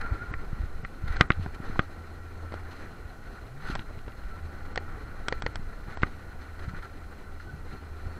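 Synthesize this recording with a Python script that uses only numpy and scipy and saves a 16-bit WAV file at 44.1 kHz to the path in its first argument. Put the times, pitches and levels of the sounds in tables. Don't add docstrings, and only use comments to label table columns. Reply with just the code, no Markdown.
import sys
import numpy as np
from scipy import signal
from scipy.fft import rfft, irfft, next_fast_len
from scipy.io import wavfile
from scipy.ndimage import uniform_filter1d, map_coordinates

SR = 44100
rng = np.random.default_rng(int(sys.argv[2]) if len(sys.argv) > 2 else 0)


def transcribe(u):
    v = np.clip(np.atleast_2d(u).T, -1, 1)
    q = np.round(v * 32767).astype(np.int16)
    wavfile.write(sys.argv[1], SR, q)


def invert_db(level):
    return 10 ** (np.asarray(level, dtype=float) / 20)


N = 361179

# (frequency [Hz], level [dB per Hz])
HISS_SPECTRUM = [(1470, -7.5), (2500, -6), (3560, -16), (4120, -13), (4800, -11), (5070, -11),
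                 (11200, -14.5), (14600, -15.5), (15700, -22.5)]
HISS_DB = -66

# (time [s], load [dB])
WHEEL_LOAD = [(0, 10.5), (.3, 3.5), (.6, 1), (.9, -1.5), (1.2, 6), (1.65, 2), (2.0, -0.5), (2.4, .5),
              (2.75, 1.5), (3.2, -2.5), (3.6, -3.5), (4.0, -1), (4.7, 2), (5.4, 2), (5.9, -.5), (6.6, 0),
              (7.2, -2), (8.19, -0.5)]
# (time [s], extra load [dB], extra scrape [dB], half length [s])
ROUGH_SPOTS = [(0.142, 4, 4, 0.018), (0.623, 1, 3, 0.033), (1.122, 4.5, 4, 0.057), (1.215, 12, 5, 0.021),
               (1.437, -1.5, 6.5, 0.043), (1.69, 6, 6.5, 0.066), (1.807, 3, 4, 0.041),
               (2.546, 3, 0.5, 0.044), (2.797, 2, 4, 0.1), (3.36, 5.5, 2, 0.069), (3.703, 12, 9, 0.086),
               (4.283, 3, 1.5, 0.035), (5.328, 3.5, 2, 0.056), (5.903, 7.5, 2, 0.031), (6.067, 2, 3, 0.11),
               (6.632, 6, 4, 0.029), (6.773, 10, -1, 0.032), (7.41, -11, 9, 0.021), (7.721, 4.5, 6, 0.036),
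               (8.15, 2.5, 0.5, 0.081)]
# (frequency [Hz], level [dB per Hz])
BODY_SPECTRUM = [(53, -20), (90, -2.5), (125, -11.5), (236, -12), (433, -14), (587, -19.5), (778, -17),
                 (896, -23), (1200, -21.5), (1560, -44), (2640, -120)]
# (frequency [Hz], width [Hz], level [dB])
ROLL_MODES = [(789, 33, -8), (1228, 315, -8.5), (1360, 60, 2.5), (1472, 103, -2), (1938, 260, -6.5),
              (2407, 210, -12)]
# (frequency [Hz], width [Hz], level [dB])
SCRAPE_MODES = [(2640, 490, 4.5), (3350, 1270, -0.5), (4150, 327, 4.5), (5140, 110, -6), (6020, 420, -8),
                (8040, 290, -14.5), (10800, 730, -11)]
BODY_DB, ROLL_DB, SCRAPE_DB = -48, -53.5, -64.5
BODY_DB_PER_DB, SCRAPE_DB_PER_DB = 0.46, 0.4
# (frequency [Hz], level at 0 dB load [dB], wander [share], flicker [dB])
SINGING_LINES = [(1351, -62.5, .012, 5.5), (1490, -63, .012, 2.5), (1900, -69.5, 0.018, 3),
                 (4230, -74.5, .022, 3.5)]

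# (time [s], level [dB])
HEADWIND = [(0.0, -37), (0.11, -32), (0.2, -36.5), (0.64, -34), (0.98, -41), (1.09, -31), (1.41, -40),
            (1.8, -35), (1.85, -44.5), (3.58, -45), (3.74, -34), (3.88, -41), (5.36, -38), (5.43, -32),
            (5.61, -36.5), (6.07, -40.5), (6.2, -43), (8.19, -42.5)]
# (frequency [Hz], level [dB per Hz])
BUFFET_SPECTRUM = [(4, -9), (10, 0), (18, 0), (30, -8), (55, -12), (90, -20), (170, -29), (600, -100)]
WIND_DB_PER_JOLT_DB = 0.26
# (time [s], peak [dB], width [ms])
GUST_PUSHES = [(0.123, -14.5, 6.1), (.836, -26.5, 3), (1.041, -18.5, 4), (1.107, -16.5, 6.5),
               (2.541, -20.5, 0.64), (2.63, -31, 5.7), (4.08, -26, 1.2), (4.26, -23, 9.8),
               (5.441, -26, 2.3), (5.597, -25.5, 3), (6.682, -19.5, 3.9), (7.542, -27, 3.5),
               (7.739, -28, 3.6), (7.87, -33, 3.7), (8.069, -24, 4.9)]
# (time [s], peak [dB], width [ms])
GUST_SUCKS = [(0.313, -23, 3.9), (.347, -26.5, 4.4), (.532, -21.5, 3.1), (0.609, -17.5, 7.5),
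              (0.64, -19, 6.3), (1.396, -19.5, 3.2), (1.463, -21, 2), (1.603, -23.5, 2.15), (1.699, -23, 2),
              (2.522, -24.5, 0.65), (3.057, -29, 5.6), (3.701, -21, 1.75), (3.976, -29.5, 3.5),
              (5.885, -26.5, 2.8), (6.738, -24.5, 2.3)]

# (time [s], peak [dB], bright part [dB], length [s])
MOUNT_SCUFFS = [(0.009, -28.5, -19, 0.015), (0.058, -31, -24, 0.015), (1.542, -40, -8.5, 0.016),
                (6.412, -39.5, -11, 0.023), (1.077, -29, -16, 0.011), (1.12, -29, -18, 0.016),
                (1.16, -21.5, -16.5, 0.013), (1.733, -44, -20, 0.022), (2.708, -41, -9, 0.036),
                (3.62, -35, -21, 0.025), (3.65, -36, -16, .02), (3.667, -35, -14, 0.02),
                (3.684, -34, -15, .014), (3.7, -30, -12.5, 0.023), (4.65, -39, -18, 0.026),
                (5.904, -36, -19, 0.047), (6.59, -34, -16, 0.015), (6.622, -36, -22, 0.018),
                (6.684, -34.5, -16.5, 0.017), (6.763, -34, -17, 0.016), (6.823, -34, -17, 0.032),
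                (7.396, -36, -20, 0.03)]
# (time of top [s], frequency [Hz], top [dB], rise [s], fall [s])
SQUEAL_BURSTS = [
    (.065, 1395, -37, 0.045, 0.025),
    (.159, 1372, -43, 0.04, 0.024),
    (.215, 1420, -43, .03, 0.12),
    (.335, 1399, -46, 0.03, .015),
    (.03, 1380, -44, .04, .03),
    (7.498, 1470, -46, 0.02, 0.015),
]
SQUEAL_REST_DB = -70
# (time of top [s], frequency [Hz], top [dB], rise [s], fall [s])
FLANGE_WHISTLE = [
    (.31, 1038, -53, 0.032, 0.092),
    (.35, 1086, -56, .02, .02),
    (.364, 1040, -52, .02, .009),
]
# (time of top [s], frequency [Hz], top [dB], rise [s], fall [s])
HUM_SWELLS = [
    (1.386, 87.1, -30.5, 0.016, 0.097),
    (2.5, 82.4, -40.5, 1.2, 0.48),
    (4.436, 78, -41.5, 0.18, 0.21),
    (4.82, 79.8, -40.5, 0.13, 0.1),
    (6.03, 78.5, -42, 0.14, .1),
    (6.67, 77.2, -43.5, 0.81, .26),
    (7.04, 76, -45.5, 0.14, 0.17),
    (7.3, 77.1, -46, 0.097, 0.92),
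    (8.19, 79.95, -42, 1.04, 0.28),
]
SWELL_DROP_DB = 12
# (time of top [s], frequency at top [Hz], top [dB], rise [s])
PORT_WHOOPS = [
    (3.58, 145, -46, .2),
    (6.7, 190, -50, .1),
    (7.54, 150, -47, .08),
]
WHOOP_OCTAVES_PER_S, WHOOP_FALL_S, WHOOP_RISE_DB, WHOOP_FALL_DB = 5.64, 0.059, 10, 10

# (frequency [Hz], level [dB], t60 [s])
THUMP_MODES = [(106, 4, 0.021), (200, 2, 0.016), (309, -10, 0.04)]
# (frequency [Hz], level [dB], t60 [s])
PANEL_MODES = [(495, -3, 0.012), (746, -1.5, 0.012), (940, 8.5, 0.0067)]
# (frequency [Hz], level [dB], t60 [s])
RING_MODES = [(1212, -4.5, 0.025), (1367, 6, 0.013), (1490, 1.5, 0.011)]
# (frequency [Hz], level [dB], t60 [s])
UPPER_MODES = [(1892, 1, 0.015), (2030, -6.5, 0.013), (2370, -12, 0.02)]
# (frequency [Hz], level [dB], t60 [s])
CRACK_MODES = [(2740, 1.5, 0.0061), (3344, -1.5, 0.0069), (3820, -1, 0.0091), (4310, 2, 0.0058),
               (5470, -8.5, 0.0055), (6500, -12.5, 0.0051), (7930, -20.5, 0.0049)]
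# (time [s], peak [dB], weight [dB], brightness [dB])
RAPS = [
    (.338, -25.5, 0, 3),
    (.848, -27, 4, 2.5),
]
BUMPS = [
    (.451, -49, 5, -3),
    (1.461, -30.5, -1, -10),
    (1.758, -44, 10.5, -2),
    (2.521, -39, 4, 10.5),
    (6.735, -45, 3, -7),
]
BLOWS = [
    (1.209, 1.8, -3, 10),
    (1.7923, -9, 1, 5),
]
SLAMS = [
    (1.3031, -7, 0.38, 0.74),
    (6.0321, -8.5, -1, -0.75),
]
CLICKS = [
    (1.318, -32.5, -6, 6),
    (1.334, -45, -6, 0),
    (3.792, -31, 3.5, -1.5),
    (3.82, -48, 0, 1),
    (3.923, -51, 0, -2),
    (3.989, -41, -5, -5),
    (4.08, -37, 4, -7),
    (4.119, -50, -6, 2),
    (4.236, -48, -6, -1),
    (6.019, -37, 6, 1),
]
TICKS = [
    (2.54, -36, -3, 1.5),
    (3.752, -25, 3, 4.5),
    (3.757, -27.5, 8.5, -5),
    (4.758, -22.5, -1, 1),
    (5.283, -15, 0.5, 2.5),
    (5.421, -24.5, 3.5, 3),
    (5.556, -26, 3.5, 4.5),
    (5.972, -32, 11, -3.5),
]
TOCKS = [
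    (4.775, -26, 3.5, 4.5),
    (5.324, -25, 3, 1),
    (5.463, -22.5, 1, -1),
    (6.027, -31, -4, -2.5),
    (6.068, -39, -10, -10),
]
# (thump [dB], panel [dB], upper ring [dB], crack [dB], brightness in upper ring [share])
RAP_RINGS = (-19, -20, -5.5, -31, -0.5)
BUMP_RINGS = (-6, -4.5, -21, -23, 1.27)
BLOW_RINGS = (-12.5, -21.5, -15, -28, 0.18)
SLAM_RINGS = (-11.5, -25, -11.5, -35, 2.8)
CLICK_RINGS = (-6, -14, -9, -7, 1.5)
TICK_RINGS = (-25.5, -15, -21, -11, 2.3)
TOCK_RINGS = (-10.5, -3, -1.5, -12.5, 0.44)
# (panel modes [dB], ring modes [dB], crack modes [dB])
BUMP_FAVOURS = ([1.7, 0.1, -2], [0.1, 0.1, 0.1], [0.1] * 7)
BLOW_FAVOURS = ([.1, 2.6, 1], [-4.5, 0.1, -1], [-4, 7.5, -4, -15, -6, -11, -11])
SLAM_FAVOURS = ([-4, 0.93, .1], [-8, 0.1, .1], [2, -20, 3, -6, 2, -9, -13])
CLICK_FAVOURS = ([.1, .1, .1], [-4, -3, 3], [3.5, 2, -2, -14, -11, -14, -18])
TICK_FAVOURS = ([-10, -1.2, 0.1], [-0.5, -4, 5.2], [-13, -0.5, -8, -8, 1, -5, 8])
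TOCK_FAVOURS = ([4.4, -1, -10], [0.1, 2, -14], [3.5, 2.5, -11, 3, 0, 2, -11])
HARD_BLOW_DB = -12
HARD_RISE_S, LIGHT_RISE_S = 0.00039, 0.00033
HARD_DAMPING, HARD_GAIN_DB = 0.68, 4
# (frequency [Hz], level [dB], t60 [s])
LID_MODES = [(574, -12.5, 0.055), (780, -16, 0.068), (1241, -2, 0.072), (1895, -12, .07),
             (2420, -19, 0.045), (2820, -14, .03)]
# (time [s], level [dB])
LID_RINGS = [
    (1.21, -17.5),
    (1.304, -25),
    (1.793, -24.5),
    (6.033, -29),
]
REBOUND_HZ, REBOUND_DB, REBOUND_T60_S = 160, 1.5, 0.039

# (start [s], end [s])
TREBLE_GAPS = [(.318, .346), (.83, .859), (1.151, 1.21), (1.278, 1.306), (1.791, 1.818), (3.743, 3.771),
               (4.734, 4.795), (5.279, 5.338), (5.406, 5.466), (5.534, 5.562), (5.95, 6.035)]
# (frequency [Hz], threshold [spreads])
TREBLE_DROPOUTS = [(9000, 3.2), (12200, 2.3), (12600, .9), (15400, 1.05), (15750, .2)]


def unit(x):
    return x / np.sqrt(np.mean(x ** 2) + 1e-20)


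def curves(rows):
    time_s, *columns = np.transpose(rows)
    return [np.interp(np.arange(N) / SR, time_s, column) for column in columns]


def wobble(rate_hz):
    knots = rng.standard_normal(int(N * rate_hz / SR) + 4)
    return map_coordinates(knots, [np.arange(N) * rate_hz / SR])


def filtered(x, response):
    size = next_fast_len(N + SR // 2)
    hz = np.fft.rfftfreq(size, 1 / SR)
    return irfft(rfft(x, size) * response(hz), size)[:N]


def colour(points):
    point_hz, level_db = np.transpose(points)
    return lambda hz: invert_db(np.interp(np.log(hz + 1), np.log(point_hz + 1), level_db))


def resonances(modes, hz):
    total = 0
    for k, (centre_hz, width_hz, db) in enumerate(modes):
        loss = 1j * hz * width_hz
        total = total + (-1) ** k * invert_db(db) * loss / (centre_hz ** 2 - hz ** 2 + loss)
    return total


def roll_response(hz):
    return resonances(ROLL_MODES, hz) / (1 + (hz / 2700) ** 6)


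def scrape_response(hz, top_order):
    low_loss = 1 + (2300 / (hz + 1)) ** 4
    high_loss = 1 + (hz / 12000) ** top_order
    return resonances(SCRAPE_MODES, hz) / low_loss / high_loss


def rough(patchy_db, flutter_db, rate_hz):
    spectra = signal.stft(rng.standard_normal(N), nperseg=512)[2]
    across_hz = uniform_filter1d(rng.standard_normal(spectra.shape), 5, 0)
    patches = unit(uniform_filter1d(across_hz, 8, 1))
    noise = signal.istft(spectra * invert_db(patchy_db * patches), nperseg=512)[1][:N]
    return noise * invert_db(flutter_db * wobble(rate_hz))


def jolts():
    spot_s, load_db, scrape_db, half_s = np.transpose(ROUGH_SPOTS)
    t = np.arange(0, N, 256) / SR
    bell = np.exp(-((t[:, None] - spot_s) / half_s) ** 2)
    return curves(np.c_[t, bell @ load_db, bell @ scrape_db])


def swells(rows, rest_db=-90):
    top_s, hz, db, rise_s, fall_s = np.transpose(sorted(rows))
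    t = np.arange(0, N, 128) / SR
    since_s = t[:, None] - top_s
    distance = np.where(since_s < 0, -since_s / rise_s, since_s / fall_s)
    level_db = (db - SWELL_DROP_DB * distance).max(axis=1)
    return [np.c_[t, np.interp(t, top_s, hz), np.maximum(level_db, rest_db)]]


def tone(tables, waver, rate_hz, flutter_db):
    out, drift, flutter = np.zeros(N), wobble(rate_hz), wobble(rate_hz)
    for rows in tables:
        s, hz, db = np.transpose(rows)
        first = int(max(s[0] - 0.01, 0) * SR)
        last = min(int((s[-1] + 0.005) * SR), N)
        i = np.arange(first, last)
        fade = np.clip(np.minimum(i - i[0], i[-1] - i) / (0.016 * SR), 0, 1)
        pitch_hz = np.interp(i / SR, s, hz) * (1 + waver * drift[i])
        level = invert_db(np.interp(i / SR, s, db) + flutter_db * flutter[i])
        out[i] += np.sqrt(2) * fade * level * np.sin(2 * np.pi * np.cumsum(pitch_hz) / SR)
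    return out


def hiss():
    noise = rough(patchy_db=0.2, flutter_db=0.1, rate_hz=20)
    return invert_db(HISS_DB) * unit(filtered(noise, colour(HISS_SPECTRUM)))


def wheels():
    extra_db, bright_db = jolts()
    load_db = curves(WHEEL_LOAD)[0] + extra_db
    body_db = BODY_DB + BODY_DB_PER_DB * load_db
    roll_db = ROLL_DB + load_db
    scrape_db = SCRAPE_DB + SCRAPE_DB_PER_DB * load_db + bright_db
    jitter = wobble(40)
    body = filtered(rough(patchy_db=0.67, flutter_db=1.5, rate_hz=48), colour(BODY_SPECTRUM))
    roll = filtered(rough(patchy_db=1.23, flutter_db=1.75, rate_hz=70), roll_response)
    scrape = filtered(rough(patchy_db=0.8, flutter_db=1.3, rate_hz=90), lambda hz: scrape_response(hz, 8))
    return (invert_db(body_db - 0.6 + 0.9 * jitter) * unit(body)
            + invert_db(roll_db - 0.4 + 1.2 * jitter) * unit(roll)
            + invert_db(scrape_db - 1.5 + 1.2 * jitter) * unit(scrape))


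def singing():
    load_db = curves(WHEEL_LOAD)[0] + jolts()[0]
    out = np.zeros(N)
    for hz, db, wander, flicker_db in SINGING_LINES:
        pitch_hz = hz * (1 + wander * wobble(7) + 0.00695 * wobble(120))
        level_db = db + 0.32 * load_db + flicker_db * wobble(14) + 2.9 * wobble(90)
        out += invert_db(level_db) * np.sin(2 * np.pi * np.cumsum(pitch_hz) / SR)
    return out


def wind():
    gust_db = curves(HEADWIND)[0] + WIND_DB_PER_JOLT_DB * jolts()[0]
    lumps = filtered(rough(patchy_db=2.0, flutter_db=1.5, rate_hz=29), colour(BUFFET_SPECTRUM))
    power = uniform_filter1d(uniform_filter1d(lumps ** 2, size=SR // 4), size=SR // 4)
    return invert_db(gust_db + 1.1) * lumps / np.sqrt(np.abs(power) + 1e-12)


def scuffs():
    dull, bright, t = np.zeros(N + SR), np.zeros(N + SR), np.arange(SR // 8) / SR
    for s, db, bright_db, length_s in MOUNT_SCUFFS:
        swell = (1 - np.exp(-t / 0.0015)) * np.exp(-(t / length_s) ** 2)
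        start = round(s * SR)
        dull[start:][:len(t)] += invert_db(db - 8.5) * swell
        bright[start:][:len(t)] += invert_db(db + bright_db - 4.0) * swell
    grit = rng.standard_normal(N) * invert_db(3 * wobble(300))
    ring = filtered(grit, roll_response)
    rasp = filtered(grit, lambda hz: scrape_response(hz, 6))
    return dull[:N] * unit(ring) + bright[:N] * unit(rasp)


def squeal():
    return tone(swells(SQUEAL_BURSTS, SQUEAL_REST_DB), waver=0.014, rate_hz=70, flutter_db=3.0)


def gust_pops():
    half = SR // 40
    pops, ms = np.zeros(N + SR), np.arange(-half, half) * 1000 / SR
    for sign, rows in [(1, GUST_PUSHES), (-1.06, GUST_SUCKS)]:
        for s, db, width_ms in rows:
            u = ms / width_ms
            pulse = 1.42 * np.exp(-2.8 * u ** 2) - 0.57 * np.exp(-0.33 * u ** 2)
            pops[round(s * SR) - half:][:len(ms)] += sign * invert_db(db - 2.0) * pulse
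    return pops[:N]


def whistle():
    return tone(swells(FLANGE_WHISTLE), waver=0.005, rate_hz=22.0, flutter_db=-3.0)


def strikes():
    places = [(RAPS, RAP_RINGS, BUMP_FAVOURS, -1), (BUMPS, BUMP_RINGS, BUMP_FAVOURS, 1),
              (BLOWS, BLOW_RINGS, BLOW_FAVOURS, -1), (SLAMS, SLAM_RINGS, SLAM_FAVOURS, -1),
              (CLICKS, CLICK_RINGS, CLICK_FAVOURS, 1), (TICKS, TICK_RINGS, TICK_FAVOURS, -1),
              (TOCKS, TOCK_RINGS, TOCK_FAVOURS, 1)]
    out = []
    for rows, (thump, panel, upper, crack, share), (low, mid, high), side in places:
        for s, db, weight, bright in rows:
            panel_db = [panel + weight + favour for favour in low]
            upper_db = [upper + share * bright] * len(UPPER_MODES)
            crack_db = [crack + bright + favour for favour in high]
            out.append((s, db, side, thump + weight, panel_db, mid, upper_db, crack_db))
    return sorted(out)


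def clacks():
    out, t = np.zeros(N + SR), np.arange(SR // 10) / SR
    for s, db, side, thump_db, panel_db, ring_db, upper_db, crack_db in strikes():
        hard = db > HARD_BLOW_DB
        groups = [(PANEL_MODES, 10, panel_db, hard), (RING_MODES, -4, ring_db, hard),
                  (UPPER_MODES, 8.5, upper_db, hard), (CRACK_MODES, 11.5, crack_db, False)]
        blow = np.zeros(len(t))
        for modes, gain_db, drives_db, pressed in groups:
            damping, hard_db = (HARD_DAMPING, HARD_GAIN_DB) if pressed else (1, 0)
            for (hz, mode_db, t60_s), drive_db in zip(modes, drives_db):
                detune = 1 + 0.008 * rng.standard_normal()
                decay_db = 60 * t / t60_s / damping
                level = invert_db(hard_db + gain_db + drive_db + mode_db - decay_db)
                blow += side * level * np.sin(2 * np.pi * hz * detune * t)
        rattle = 0.03 * rng.standard_normal(size=600) * invert_db(-60 * t[:600] / 0.03)
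        rattle[0] = 1
        contact = (1 - np.exp(-t / (HARD_RISE_S if hard else LIGHT_RISE_S))) ** 2
        blow = signal.fftconvolve(blow * contact, rattle)[:len(t)]
        for hz, mode_db, t60_s in THUMP_MODES:
            level = invert_db(thump_db + 4.5 + mode_db - 60 * t / t60_s)
            blow += level * np.sin(2 * np.pi * hz * t) * (1 - np.exp(-t / 0.00066))
        out[round((s + 0.0007) * SR):][:len(t)] += invert_db(db) * blow
    return out[:N]


def lid():
    out, t = np.zeros(N + SR), np.arange(SR // 8) / SR
    ring = np.zeros(len(t))
    for hz, db, t60_s in LID_MODES:
        ring += invert_db(db - 60 * t / t60_s) * np.sin(2 * np.pi * hz * t)
    ring *= 1 - np.exp(-t / 0.0012)
    ring -= invert_db(REBOUND_DB - 60 * t / REBOUND_T60_S) * np.sin(2 * np.pi * REBOUND_HZ * t)
    for s, db in LID_RINGS:
        out[round(s * SR):][:len(t)] -= invert_db(db) * ring
    return out[:N]


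def hum():
    return tone(swells(HUM_SWELLS), waver=0.022, rate_hz=18, flutter_db=1.6)


def whoop():
    tables = []
    for s, hz, db, rise_s in PORT_WHOOPS:
        steps = [(-rise_s, WHOOP_RISE_DB), (-rise_s / 2, WHOOP_RISE_DB / 2), (0, 0),
                 (WHOOP_FALL_S, WHOOP_FALL_DB)]
        tables.append([(s + d, hz * 2 ** (WHOOP_OCTAVES_PER_S * d), db - loss_db) for d, loss_db in steps])
    return tone(tables, waver=0.083, rate_hz=24, flutter_db=2)


def scene():
    rolling = hiss() + wheels() + singing() + squeal() + whistle() + hum()
    port = wind() + gust_pops() + whoop()
    housing = scuffs() + clacks() + lid()
    return (rolling + port + housing)[None]


def thin_treble(x):
    t = np.arange(N) / SR
    gap = sum(np.clip(np.minimum(t - start, end - t) / 0.0027 + 1, 0, 1) for start, end in TREBLE_GAPS)
    x = x - gap * filtered(x, lambda hz: hz > 8650)
    hz, _, spectra = signal.stft(x, SR, nperseg=2048, noverlap=1024)
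    bins, frames = spectra.shape
    bands = unit(uniform_filter1d(rng.standard_normal((bins // 12 + 1, frames)), 2, 1))
    field = np.repeat(bands, 12, axis=0)[:bins]
    threshold = np.interp(hz, *np.transpose(TREBLE_DROPOUTS))
    keep = (field < threshold[:, None]) * (hz[:, None] < 15780)
    return signal.istft(spectra * keep, SR, nperseg=2048, noverlap=1024)[1][:N]


def band_limit(x):
    return signal.sosfilt(signal.butter(12, 15810, fs=SR, output="sos"), x)


def record(dry):
    soft = dry[0] / (1 + np.abs(dry[0] / 0.72) ** 4) ** (1 / 4)
    mix = thin_treble(soft)[None]
    return band_limit(mix)


dry = scene()
out = record(dry)
transcribe(out)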